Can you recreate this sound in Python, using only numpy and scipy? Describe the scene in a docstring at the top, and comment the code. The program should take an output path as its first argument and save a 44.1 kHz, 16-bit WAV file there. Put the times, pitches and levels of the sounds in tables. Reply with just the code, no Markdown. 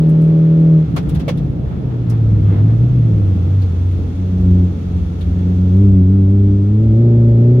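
"""Inside a turbocharged four-cylinder car on a race track, from a stereo pair behind the windscreen.
First it runs flat out: the exhaust booms in the cabin and rasps under boost. At 0.9 s the throttle shuts
for a bend: the pipe burbles, grit flies into the wheel arches, braked tyres scrub, and from 2 s engine
braking drones. After a stab at 4.5 s the car pulls out, and the boost returns near 7 s.
All the while the tyres rumble below and air hisses round the body."""
import sys
import numpy as np
from scipy import signal
from scipy.fft import rfft, irfft, next_fast_len
from scipy.io import wavfile
from scipy.ndimage import uniform_filter1d, minimum_filter1d, map_coordinates

SR = 44100
rng = np.random.default_rng(int(sys.argv[2]) if len(sys.argv) > 2 else 0)


def put_to_file(sound):
    """Save the sound as 16-bit audio at rate SR, in the file named by the first command-line argument."""
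    columns = np.atleast_2d(sound).T  # one column per channel
    safe = np.clip(columns, -1, 1)
    whole_steps = np.round(safe * 32767)
    wavfile.write(sys.argv[1], SR, whole_steps.astype(np.int16))


N = 335160
T = np.arange(N) / SR


# engine speed: (time [s], firing rate [Hz])
FIRING_RATE = [(0.0, 157.9), (0.66, 161.6), (0.82, 156.9), (1.0, 156.3), (1.5, 134.9), (1.92, 122.6),
               (2.52, 98.4), (2.92, 125.8), (3.27, 96.3), (3.43, 88.0), (3.58, 98.1), (3.73, 85.5),
               (3.86, 92.6), (4.12, 86.1), (4.2, 92.5), (4.7, 89.3), (5.1, 87.9), (5.73, 91.9),
               (5.83, 100.1), (6.04, 91.0), (6.15, 98.2), (6.25, 95.4), (6.35, 99.2), (6.63, 98.9),
               (6.85, 111.3), (6.92, 108.5), (7.02, 117.6), (7.36, 115.9), (7.6, 124.8)]
# throttle flat out, shut, stabbed, then fed in again: (time [s], load [1 = full])
ENGINE_LOAD = [(0, 0.88), (.6, 1), (.77, 1.15), (.89, 0.03), (4.13, 0), (4.2, 0.4), (4.4, 0.42),
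               (4.51, 0.91), (4.63, 0.74), (4.75, 0.1), (5.0, 0.34), (5.18, 0.08), (5.29, 0.36),
               (5.7, 0.63), (5.8, 1.06), (6.1, 0.81), (6.45, 0.86), (6.58, 0.63), (6.92, 0.79),
               (7.02, 0.96), (7.6, 0.99)]
def engine():
    """The engine from the seats: boom, rasp and burble all follow the same firings."""
    (hz,), (load,) = curves(FIRING_RATE), curves(ENGINE_LOAD)
    load = np.maximum(load, 1e-3)
    shut = np.clip(1 - load / 0.19, 0, 1)  # 1 with the throttle closed, 0 above light load
    phase = 2 * np.pi * np.cumsum(hz) / SR
    return exhaust_boom(hz, phase, load, shut) + exhaust_rasp(hz, phase, load) + burble(phase, load, shut)


# the wheels drive the engine: (time [s], burble level [dB], drone level [dB])
OVERRUN_LEVELS = [(.95, -16.5, -24.5), (1.55, -19.5, -27.5), (1.82, -20, -26), (2.0, -20.5, -15),
                  (2.4, -18, -10.5), (3.27, -18.5, -11.5), (3.5, -24.5, -11.5), (3.9, -31, -11.5),
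                  (4.15, -37.5, -18)]
# balance of the exhaust overtones in the cabin: (frequency [Hz], level [dB])
OVERTONE_SPECTRUM = [(170, 6), (200, 0.5), (240, -6), (270, -8), (295, -5), (348, -10), (368, -8.5),
                     (395, -7.5), (470, -19), (640, -19)]
def exhaust_boom(hz, phase, load, shut, full_load_db=-8.5, lug_hz=92.5, drone_edge_hz=96):
    """Even firings boom all round the microphones, under load or engine braking; load adds overtones."""
    _, drone_db = curves(OVERRUN_LEVELS)
    drone = shut * amp(drone_db - 0.43 * np.maximum(drone_edge_hz - hz, 0))  # fades at low revs
    boom_db = decibels(amp(full_load_db) * load + drone)
    out = tone(phase, hz, boom_db + 0.25 * wobble(25))
    # overtones grow faster than the boom with load, and mellow as the revs rise
    pulling_db = full_load_db - 3.5 + 1.27 * decibels(load) - 0.22 * (hz - lug_hz)
    overtone_db = decibels(amp(pulling_db) + amp(-25.5) * drone)
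    orders = (2, 3, 4)
    shape = [along(OVERTONE_SPECTRUM, k * hz) - 6 * (k == 4) for k in orders]  # the fourth is weak
    total_db = 10 * np.log10(np.sum(amp(shape) ** 2, axis=0))
    for k, db in zip(orders, shape):
        smear = (k - 1) * (1.4 * (k - 2) + 0.022 * (hz - lug_hz))  # the pipe smears each pulse
        out += tone(k * phase + smear, k * hz, overtone_db + db - total_db + 1.68 * wobble(30))
    return out


# the rasp as it reaches the seats: (frequency [Hz], level [dB])
RASP_SPECTRUM = [(20, -32.5), (45, -11.5), (60, -9.5), (120, 4.5), (200, 0.5), (240, -9.5), (282, 2),
                 (330, -12), (400, -1.5), (450, -8), (500, -20.5), (565, -6), (640, -20.5), (710, -24.5),
                 (800, -31.5), (950, -35.5), (1300, -48)]
def exhaust_rasp(hz, phase, load, boost_db=13, smear_hz=110, flutter_db=2.2, step=8):
    """One cylinder barks harder each cycle: lines at quarters of the firing rate, louder under boost."""
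    level_db = -47.5 + 0.81 * decibels(load + 0.069) + boost_db * turbo(hz)
    t, hz, phase, level_db = [v[::step] for v in (T, hz, phase, level_db)]  # low sounds need few samples
    out = np.zeros((2, len(t)))
    for k in np.setdiff1d(np.arange(2, 33) / 4, [1, 2, 3, 4]):  # orders 1-4 belong to the boom
        accent_db = 3 * (k % .5 == 0) + 4 * (k % 1 == 0)  # halves and wholes stand out
        db = level_db + along(RASP_SPECTRUM, k * hz) + accent_db + flutter_db * wobble(18, t)
        lag = (k * hz / smear_hz) ** 2 + rng.normal(0, 1.2)  # the higher part of each bark arrives later
        out += tone(k * phase - lag + .1 * wobble(22, t), k * hz, db)
    return signal.resample_poly(out, step, 1, axis=1)[:, :N]


def turbo(hz, onset_hz=105.8, width_hz=3.5, spool_s=0.042):
    """Boost 0-1: it comes in above a certain firing rate, a little late."""
    lagged_hz = np.interp(T - spool_s, T, hz)
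    return 1 / (1 + np.exp((onset_hz - lagged_hz) / width_hz))


# the ringing exhaust pipe, heard from inside the car: (frequency [Hz], level [dB])
PIPE_SPECTRUM = [(20, -47.5), (70, -7.5), (105, 0), (135, 2), (168, 5.5), (200, -5.5), (235, -10.5),
                 (290, -6), (330, -10.5), (385, -22.5), (460, -19.5), (540, -25), (700, -31), (1500, -76)]
def burble(phase, load, shut, depth=0.86):
    """Throttle shut: ragged puffs, one per firing, ring in the pipe; under load they die away."""
    overrun_db, _ = curves(OVERRUN_LEVELS)
    level = shut * amp(overrun_db) + (1 - shut) * amp(-32 - 14.5 * load)
    return level * noise(PIPE_SPECTRUM, gate=1 + depth * np.cos(phase))


# the asphalt under the floor: (time [s], tread roar [dB], drumming between bumps [dB])
ROAD_LEVELS = [(0, -24, -31.5), (.7, -31, -34), (1.4, -26.5, -30), (2.5, -29, -28.5), (4, -27.5, -28.5),
               (5.7, -26.5, -29), (6.2, -28.5, -33), (7.6, -30, -29.5)]
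# bumps in the asphalt: (time [s], drumming level [dB])
ROAD_BUMPS = [(1.14, -20.5), (1.48, -29), (1.69, -29), (2.29, -24), (3.2, -24), (4.0, -26), (4.44, -22),
              (5.01, -20), (5.29, -23.5), (5.89, -21), (6.5, -25.5), (6.88, -24), (7.27, -27)]
# the drumming body shell: (frequency [Hz], level [dB])
SHELL_SPECTRUM = [(15, -34.5), (30, -14.5), (42, -0.5), (52, -7), (65, 11.5), (76, 2), (95, -16),
                  (200, -74)]
# tread roar through the floor: (frequency [Hz], level [dB])
TREAD_SPECTRUM = [(20, -34.5), (80, -6), (130, 2.5), (220, 0), (290, -1), (360, -9.5), (450, -9),
                  (560, -20), (700, -23.5), (850, -25), (1050, -35.5), (2000, -58.5), (5000, -88)]
def road(patchy_db=1.3, uneven_db=3.0, bump_s=.05):
    """Bumps drum the body shell round the microphones while the tread roars on the asphalt below."""
    roar_db, drum_db = curves(ROAD_LEVELS)
    jolts = amp(drum_db + uneven_db * wobble(8)) + sum(swell(s, db, bump_s) for s, db in ROAD_BUMPS)
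    drum = noise(SHELL_SPECTRUM)
    running_rms = np.sqrt(np.abs(uniform_filter1d(drum[0] ** 2, SR // 8)) + 1e-6)
    roar = amp(roar_db + patchy_db * wobble(12)) * noise(TREAD_SPECTRUM)
    return jolts * drum / running_rms + roar


# grit in the arches: (time [s], spray [dB], panel knock [dB], tick [dB], clack pitch [Hz], clack [dB])
GRIT_HITS = [(0.962, -29, -27.5, -38.5, 1180, -24), (1.09, -44.5, -47, -41.5, 3301, -44),
             (1.146, -40.5, -48, -45, 3300, -40), (1.194, -39.5, -54, -49, 3500, -49),
             (1.279, -27, -17.5, -40.5, 2130, -36), (1.372, -46, -65, -51.5, 3600, -45),
             (2.097, -51.5, -75, -41.5, 5400, -41.5), (3.616, -49.5, -74.5, -53, 4143, -41.5),
             (5.208, -47, -70, -53, 3470, -39)]
# grains of sand that tick without ringing: (time [s], level [dB])
SAND_TICKS = [(.091, -48), (.215, -50.5), (.236, -56), (.274, -57.5), (.379, -60), (.597, -59.5),
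              (1.025, -57.5), (3.916, -56), (4.403, -57.5), (5.765, -59.5)]
# modes of the wheel arch panel: (frequency [Hz], level [dB], decay T60 [s])
ARCH_MODES = [(490, 4, 0.097), (557, 4.5, 0.1), (622, -3.5, .08), (805, -7, 0.054), (866, -17, 0.086),
              (1155, -15.5, 0.13), (2235, -8, 0.07), (2828, -27, .06), (3500, -24, 0.08)]
# shattering grit: (frequency [Hz], level [dB])
SPRAY_SPECTRUM = [(150, -13.5), (500, 13), (1000, 4), (1500, 0), (3500, -3), (5500, -10), (7500, -21),
                  (16000, -24.5)]
# the fine tick of each impact: (frequency [Hz], level [dB])
TICK_SPECTRUM = [(1000, -36.5), (3500, -3.5), (6000, -3.5), (10000, 2), (16000, -5.5)]
def grit(rise_s=0.0034, hold_s=0.019, spray_t60=.09, tick_t60=.075, clack_t60=0.1, clack_width=0.14):
    """Close by, each bit cracks, shatters round the arch, knocks its panel and clacks on what it meets."""
    spray, tick, ring = np.zeros(N), np.zeros(N), np.zeros((2, N))
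    t = np.arange(SR // 4) / SR
    freqs = np.fft.rfftfreq(len(t), 1 / SR)
    onset = 1 - np.exp(-t / rise_s)
    crack = .5 * np.exp(-t / 0.0026)
    snap = onset * (amp(-60 * t / tick_t60) + crack)
    after = lambda s: slice(round(s * SR), round(s * SR) + len(t))
    for s, spray_db, knock_db, tick_db, clack_hz, clack_db in GRIT_HITS:
        spray[after(s)] += onset * amp(spray_db - 60 * np.maximum(t - hold_s, 0) / spray_t60)
        tick[after(s)] += amp(tick_db) * snap
        cluster = 1 / (1 + ((freqs / clack_hz - 1) / clack_width) ** 2)  # crowded, well damped modes
        clack = unit(irfft(rfft(rng.standard_normal((2, len(t)))) * cluster, len(t)))
        ring[:, after(s)] += onset * amp(clack_db - 60 * t / clack_t60) * clack
        for hz, db, t60 in ARCH_MODES:
            mic_phase = rng.normal(0, 0.49, (2, 1))
            knock = onset * amp(knock_db + db + rng.normal(0, 1) - 60 * t / t60)
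            ring[:, after(s)] += knock * np.sin(2 * np.pi * hz * t + mic_phase)
    for s, tick_db in SAND_TICKS:
        tick[after(s)] += amp(tick_db) * snap
    clatter = amp(wobble(700))
    return ring + clatter * (spray * noise(SPRAY_SPECTRUM) + tick * noise(TICK_SPECTRUM))


# tyres sliding under the brakes: (time [s], level [dB], half length [s])
BRAKE_SCRUBS = [(1.068, -50.5, 0.0097), (1.186, -48.5, 0.069), (1.72, -46, .05), (1.928, -46, 0.028),
                (2.129, -46, 0.042), (2.546, -41.5, .06), (2.709, -45, 0.027)]
def tyre_scrub(grain_db=2):
    """Braked tyres slide in short, grainy swells, faint from the seats."""
    swells = sum(swell(s, db, half_s) for s, db, half_s in BRAKE_SCRUBS)
    spectrum = [(300, -8.5), (700, 7), (1400, -1.5), (2500, -11.5), (4000, -19), (8000, -38), (16000, -41)]
    return swells * amp(grain_db * wobble(150)) * noise(spectrum)


# airflow just beyond the glass: (time [s], rush level [dB], hiss level [dB])
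AIR_LEVELS = [(0, -49.5, -66.5), (1.15, -50.5, -63), (1.55, -53.5, -70.5), (2.3, -50.5, -64.5),
              (3.6, -51, -58.5), (5.8, -51.5, -58), (5.97, -53.5, -64.5), (6.6, -54.5, -61.5),
              (7.05, -53, -64)]
# the broad rush: (frequency [Hz], level [dB])
RUSH_SPECTRUM = [(300, -28.5), (800, -1), (1050, 0), (1330, 3.5), (1600, -4.5), (2400, -7), (3500, -10),
                 (4200, -13), (5200, -17.5), (6600, -23), (7400, -29), (10000, -32), (13500, -33),
                 (16000, -38)]
# the fine hiss: (frequency [Hz], level [dB])
HISS_SPECTRUM = [(800, -40), (1800, -0.5), (3500, 4), (5000, -2), (6600, -1.5), (7500, -12), (8400, -8.5),
                 (12000, -12.5), (16000, -23)]
def air(gust_db=0.25, grain_db=1.0):
    """Air rushes round the body; a finer, grainy hiss grows through the bend."""
    rush_db, hiss_db = curves(AIR_LEVELS)
    rush = amp(rush_db + gust_db * wobble(6.5)) * noise(RUSH_SPECTRUM)
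    hiss = amp(hiss_db + grain_db * wobble(200)) * noise(HISS_SPECTRUM)
    return rush + hiss


# standing waves across the pair: (frequency [Hz], side minus mid [dB])
STANDING_WIDTH = [(100, -34.5), (200, -24), (300, -19), (400, -15), (500, -2), (600, -3), (800, -1)]
# their phase across the pair: (frequency [Hz], side lead from quadrature [rad])
STANDING_PHASE = [(200, 0.086), (280, 1.4), (420, 1.5), (540, 0.092)]
def tone(phase, hz, db):
    """One engine order; cabin standing waves make its level and phase differ between the microphones."""
    mid = -np.cos(phase)
    side = np.sin(phase + along(STANDING_PHASE, hz)) * amp(along(STANDING_WIDTH, hz))
    return np.sqrt(2) * amp(db) * np.array([mid - side, mid + side])


# cabin resonances and a notch: (frequency [Hz], width [Hz], gain [dB])
CABIN_MODES = [(1770, 81, 3), (2180, 120, 3.5), (2650, 120, 4), (3400, 220, 4), (5330, 230, -2),
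               (5670, 200, 3.5), (6700, 390, 3), (8500, 180, 3.5)]
# spread of noise across the pair: (frequency [Hz], side minus mid [dB])
NOISE_WIDTH = [(30, -14), (65, -17), (130, -15.5), (230, -10.5), (330, -11), (450, -5), (550, -1.5),
               (720, -0.5), (930, 3), (1300, -0.5), (1620, 3), (2150, -2), (4200, 1), (15000, 0)]
def noise(spectrum, gate=1):
    """Noise heard through the cabin: bass alike at both microphones, treble diffuse; mid rms 1."""
    def colour(hz):
        cavity_db = sum(db / (1 + ((hz - centre) / (width / 2)) ** 2) for centre, width, db in CABIN_MODES)
        return amp(along(spectrum, hz) + cavity_db + np.outer([0, 1], along(NOISE_WIDTH, hz)))
    mid, side = filtered(gate * rng.standard_normal((2, N)), colour)
    return np.array([mid + side, mid - side]) / np.std(mid)


def amp(db):
    """Decibels to gain."""
    return 10 ** (np.asarray(db) / 20)


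def decibels(gain):
    """Gain to decibels."""
    return 20 * np.log10(gain)


def unit(x):
    """Scale to rms 1."""
    return x / np.sqrt(np.mean(x ** 2) + 1e-20)


def along(points, hz):
    """(Hz, value) points read on a log axis."""
    f, v = np.transpose(points)
    return np.interp(np.log(hz + 1), np.log(f + 1), v)


def curves(rows):
    """One value per sample for each column after the time."""
    s, *cols = np.transpose(rows)
    return [np.interp(T, s, c) for c in cols]


def swell(s, db, half_s):
    """A bell-shaped envelope peaking at time s."""
    return amp(db) * np.exp(-((T - s) / half_s) ** 2 / 2)


def wobble(rate, at=T):
    """A smooth random curve, rate knots a second."""
    coarse = T[::64]
    knots = rng.standard_normal(int(T[-1] * rate) + 4)
    return np.interp(at, coarse, map_coordinates(knots, [coarse * rate]))


def filtered(x, response):
    """x times a response of frequency."""
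    m = next_fast_len(N + SR // 4, True)
    return irfft(rfft(x, m) * response(np.fft.rfftfreq(m, 1 / SR)), m)[..., :N]


# balance of the two microphones: (frequency [Hz], left minus right [dB])
MIC_BALANCE = [(250, 0), (500, -.8), (1200, -.5), (2000, -.8), (3300, 1.8), (5500, 2.3), (9000, -1.5),
               (15000, -.8)]
def scene():
    """Engine, road and air at the pair behind the windscreen."""
    cabin = engine() + road() + tyre_scrub() + air() + grit()
    return filtered(cabin, lambda hz: amp(np.outer([.5, -.5], along(MIC_BALANCE, hz))))


def record(dry, ceiling=1.0, top_hz=15800):
    """A limiter holds the peaks down; nothing is kept above the band limit."""
    needed_gain = np.minimum(1, ceiling / (np.abs(dry).max(axis=0) + 1e-9))
    gain = uniform_filter1d(minimum_filter1d(needed_gain, size=2001), size=2001)
    return filtered(dry * gain, lambda hz: hz < top_hz)


dry = scene()
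out = record(dry)
put_to_file(out)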